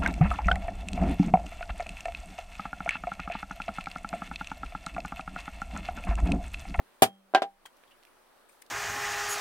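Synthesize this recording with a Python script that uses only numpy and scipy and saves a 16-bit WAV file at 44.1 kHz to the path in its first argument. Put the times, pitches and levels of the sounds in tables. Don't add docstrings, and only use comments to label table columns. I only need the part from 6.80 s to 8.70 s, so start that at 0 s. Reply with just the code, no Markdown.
import sys
import numpy as np
from scipy import signal
from scipy.fft import rfft, irfft
from scipy.io import wavfile
from scipy.ndimage import uniform_filter1d, minimum_filter1d

SR = 44100
rng = np.random.default_rng(int(sys.argv[2]) if len(sys.argv) > 2 else 0)


def materialize(psi):
    bounded = np.clip(np.atleast_2d(psi).T, -1, 1)
    quanta = np.round(bounded * 32767).astype(np.int16)
    wavfile.write(sys.argv[1], SR, quanta)


N = 83790

# f/Hz, relative level/dB per Hz
AIR_SPECTRUM = [(12, -18), (22, -6), (40, -19.5), (130, -21.5), (200, -12.5), (400, -7), (700, -7.5),
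                (1300, -8.5), (2100, -15.5), (4000, -20), (7500, -27), (8500, -22), (16200, -27.5)]
# f/Hz, likeness [0 to 1]
AIR_LIKENESS = [(60, 0.89), (180, 0), (550, 0.32), (1650, 0.38), (4970, 0.015), (15000, 0.0)]
AIR_RMS_DB, AIR_PATCH_DB = -62.5, 1.0

# f/Hz, rms level/dB
HUM_TONES = [(21, -76.5), (242, -84.5), (368, -80.5), (575, -81)]
HUM_WIDTH_HZ, HUM_LIKENESS = 7.3, 0.27

# start t/s, rms level at the peak/dB, rise t/s, t60/s, centre f/Hz,
# width at half amplitude f/Hz, broad treble re resonance level/dB, left minus right level/dB
TICKS_AND_RUBS = [(.854, -42, 0.0016, 0.026, 973, 200.3, -17, -9),
                  (0.8583, -41, 0.00033, 0.054, 1610, 960, 0, -1.5),
                  (0.8535, -46, 0.0021, 0.062, 3200, 250, -15.5, 14.5),
                  (0.967, -63, 0.0019, 0.054, 4510, 1517, 20, 2),
                  (1.0356, -52, 0.0015, 0.018, 1740, 2500, -32, -5),
                  (1.071, -66, 0.0087, 0.058, 3330, 800, -10, 0),
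                  (1.107, -57, 0.0068, 0.095, 2970, 550, -11, -2),
                  (1.228, -56, 0.00039, .015, 2520, 2000, -9.5, -1),
                  (1.234, -55.5, 0.00073, .01, 3420, 2920, -5.5, -10),
                  (1.2511, -51, .0005, 0.012, 2970, 3560, -5.5, -5),
                  (1.268, -58.5, .003, 0.042, 2330, 400, -6, 0),
                  (1.686, -64, 0.0096, 0.11, 8730, 500, 0, 13.5),
                  (1.69, -59.5, 0.0056, 0.045, 2240, 300, -23, 2),
                  (1.717, -66.5, 0.0064, 0.36, 10000, 4000, 9, -2),
                  (1.817, -51, 0.0042, 0.018, 9200, 3000, -9, 12),
                  (1.8214, -44.5, 0.00092, 0.024, 2180, 250, -3, 1.5),
                  (1.822, -57.5, .001, 0.018, 4700, 300, -16.5, -6),
                  (1.862, -59, 0.0021, 0.024, 4040, 2500, -0.5, -10)]
TICK_LIKENESS = 0.52

ROD, DROP, BOUNCE = range(3)
# start t/s (negative: only the tail is heard), spot struck,
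# table ring level/dB, steel ring level/dB, scatter level/dB, crack level/dB,
# bass edge f/Hz, treble edge f/Hz, right channel lag t/ms
CONTACTS = [(-.06, BOUNCE, -9.5, -80, -16.5, -60, 200, 1480, 0.089),
            (0.2206, ROD, -23.5, -37, -20.5, -18, 108, 16000, 0.22),
            (.2223, ROD, 4, -15, -15, -14, 100, 16000, .2),
            (.230, DROP, -14.5, -31.5, -17, -15, 150.1, 9100, 0.13),
            (0.5378, BOUNCE, -2, -76, -32, -24, 297, 1560, 0.05),
            (.5481, DROP, 4.5, -56, -17, -8.5, 346.2, 4000, 0.05),
            (.575, DROP, -13.5, -78, -29.5, -33, 360, 2476, 0.17),
            (.6200, BOUNCE, 4.5, -42, -26.5, -49, 280, 4240, 0.13)]
# f/Hz, t60/s, polarity [+1 swings negative first, -1
# positive], # then relative level/dB when struck by the rod, at the drop and at the bounce
TABLE_MODES = [(114, .19, 1, -41, -50, -55), (194, .7, 1, -45, -62, -60), (236, .12, -1, -24, -48, -45),
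               (303, .14, 1, -33, -40, -46), (372, .11, 1, -30, -25, -42), (408, .11, 1, -22, -28, -33),
               (474, .11, 1, -22, -38, -36), (576, .7, 1, -58, -62, -62), (540, .06, -1, -20, -34, -36),
               (620, .08, 1, -22, -23, -31), (667, .11, 1, -16, -21, -29), (704, .09, 1, -50, -50, -25),
               (712, .075, -1, -22, -21, -45), (758, .08, 1, -7, -7, -25), (791, .18, -1, -25, -23, -26),
               (801, .16, 1, -40, -40, -29), (822, .085, -1, -23, -23, -40),
               (1594, .085, -1, -32, -16, -36), (995, .07, 1, -29, -25, -33),
               (1343, .045, 1, -26, -27, -33), (1435, .05, -1, -28, -22, -39),
               (2290, .04, 1, -30, -36, -36), (640, .014, 1, -4, -16, -24)]
# f/Hz, relative level/dB, t60/s
STEEL_MODES = [(3165, -27, .34), (3257, -28, .36), (3350, 10, .012), (3525, -14, .07), (8520, -6, .04),
               (8678, -8, .05), (10180, -10, .05), (10270, -6, .06), (12760, -12, .05)]
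# f/Hz, relative level/dB per Hz
SCATTER_SPECTRUM = [(30, -10), (60, -17), (200, -15.5), (700, -7.5), (1500, -9.5), (3300, -9),
                    (6000, -17.5), (8500, -16.5), (12000, -12.5), (16000, -18.5)]
# f/Hz, t60/s
SCATTER_DECAY = [(100, .15), (400, .12), (1500, .09), (4000, .08), (9000, .085), (16000, .08)]
SCATTER_LIKENESS, SCATTER_RISE_S = 0.5, 0.00033
CRACK_T60_S = 0.022

DUCK_FROM_DB, DUCK_SHARE = -38.5, 0.15
HOLD_S, RECOVER_DB_PER_S = 0.21, 144.5
EARLIER_DB = -30
CEILING, EDGE_HZ = 0.88, 16400


def amp(db):
    return 10 ** (np.asarray(db) / 20)


def evened(x):
    return x / np.sqrt(np.mean(x ** 2) + 1e-20)


def read(points, hz):
    f, value = np.transpose(points)
    return np.interp(np.log(hz + 1), np.log(f + 1), value)


def add(mix, start_s, sound):
    at = round(start_s * SR)
    sound = sound[..., max(-at, 0):]
    part = mix[:, max(at, 0):][:, :sound.shape[-1]]
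    part += sound[..., :part.shape[1]]


def alike(a, b, likeness):
    return np.array([a, likeness * a + np.sqrt(1 - likeness ** 2) * b])


def noise_pair(likeness, size):
    a, b = rng.standard_normal((size, 2)).T
    return alike(a, b, likeness)


def resonance(hz, centre_hz, width_hz):
    return 1 / (1 + (2 * (hz - centre_hz) / width_hz) ** 2)


def air():
    frames, hz = N // 256 + 5, np.fft.rfftfreq(1024, 1 / SR)
    a, b, c, d, patches = rng.standard_normal((frames, 513, 5)).T
    patches = uniform_filter1d(patches, 10, axis=0)
    patches = evened(uniform_filter1d(patches, 10, axis=1))
    likeness = np.clip(read(AIR_LIKENESS, hz), -1, 1)[:, None]
    spectrum = alike(a + 1j * b, c + 1j * d, likeness)
    spectrum *= amp(read(AIR_SPECTRUM, hz)[:, None] + AIR_PATCH_DB * patches)
    tone = signal.istft(spectrum, nperseg=1024, noverlap=768)[1][:, :N]
    return amp(AIR_RMS_DB) * evened(tone)


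def hum():
    hz = np.fft.rfftfreq(N, 1 / SR)
    spectrum = rfft(noise_pair(HUM_LIKENESS, N))
    total = 0
    for tone_hz, db in HUM_TONES:
        band = irfft(spectrum * resonance(hz, tone_hz, HUM_WIDTH_HZ), N)
        total = total + amp(db) * evened(band)
    return total


def tick(db, rise_s, t60, centre_hz, width_hz, treble_db, pan_db):
    t = np.arange(SR // 5) / SR
    hz = np.fft.rfftfreq(len(t), 1 / SR)
    peak = resonance(hz, centre_hz, width_hz)
    broad = hz / (hz + 2500) / (1 + (hz / 14000) ** 2)
    colour = evened(peak) + amp(treble_db) * evened(broad)
    noise = evened(irfft(rfft(noise_pair(TICK_LIKENESS, len(t))) * colour, len(t)))
    rise = np.minimum(t / rise_s, 1)
    decay = amp(db - 60 * np.maximum(t - rise_s, 0) / t60)
    return noise * rise * decay * amp([[pan_db / 2], [-pan_db / 2]])


def ring(modes, t):
    return sum(amp(db - 60 * t / t60) * np.sin(2 * np.pi * hz * t) for hz, db, t60 in modes)


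def table_ring(spot, t):
    return sum(-mode[2] * ring([(mode[0], mode[3 + spot], mode[1])], t) for mode in TABLE_MODES)


def scatter_noise(t):
    hz, frames, z = signal.stft(noise_pair(SCATTER_LIKENESS, len(t)), SR, nperseg=128)
    decay_db = -60 * frames / read(SCATTER_DECAY, hz)[:, None]
    z = z * amp(read(SCATTER_SPECTRUM, hz)[:, None] + decay_db)
    scatter = signal.istft(z, SR, nperseg=128)[1][:, :len(t)]
    scatter = scatter / np.sqrt(np.mean(scatter[:, :SR // 50] ** 2))
    return scatter * np.minimum(t / SCATTER_RISE_S, 1)


def knock(spot, table_db, steel_db, scatter_db, crack_db, bass_hz, treble_hz, lag_ms):
    t = np.arange(SR // 2) / SR
    heard = np.maximum([t, t - lag_ms / 1000], 0)
    table = amp(table_db) * table_ring(spot, heard)
    scatter = amp(scatter_db) * scatter_noise(t)
    crack = noise_pair(SCATTER_LIKENESS, len(t)) * amp(crack_db - 60 * t / CRACK_T60_S)
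    noise = scatter + crack
    noise[1] = np.roll(noise[1], round(lag_ms * SR / 1000))
    contact = signal.butter(2, [bass_hz, treble_hz], "bandpass", fs=SR, output="sos")
    body = signal.sosfilt(contact, noise + table)
    return body + amp(steel_db) * ring(STEEL_MODES, heard)


def scene():
    mix = air() + hum()
    for start_s, *contact in CONTACTS:
        add(mix, start_s, knock(*contact))
    for start_s, *rub in TICKS_AND_RUBS:
        add(mix, start_s, tick(*rub))
    return mix


def record(dry):
    power = uniform_filter1d((dry ** 2).mean(0), 400)
    power_db = 10 * np.log10(abs(power) + 1e-12)
    hold = int(HOLD_S * SR) // 2
    held_db = -minimum_filter1d(-power_db, 2 * hold + 1, origin=hold)
    fall = np.arange(N) * RECOVER_DB_PER_S / SR
    sensed_db = np.maximum(np.maximum.accumulate(held_db + fall), EARLIER_DB) - fall
    over_db = np.maximum(sensed_db - DUCK_FROM_DB, 0)
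    ducked = dry * amp(-DUCK_SHARE * uniform_filter1d(over_db, 200))
    clipped = np.clip(ducked, -CEILING, CEILING)
    lowpass = signal.firwin(511, EDGE_HZ, window=("kaiser", 9), fs=SR)
    return signal.oaconvolve(clipped, lowpass[None], "same")


dry = scene()
out = record(dry)
materialize(out)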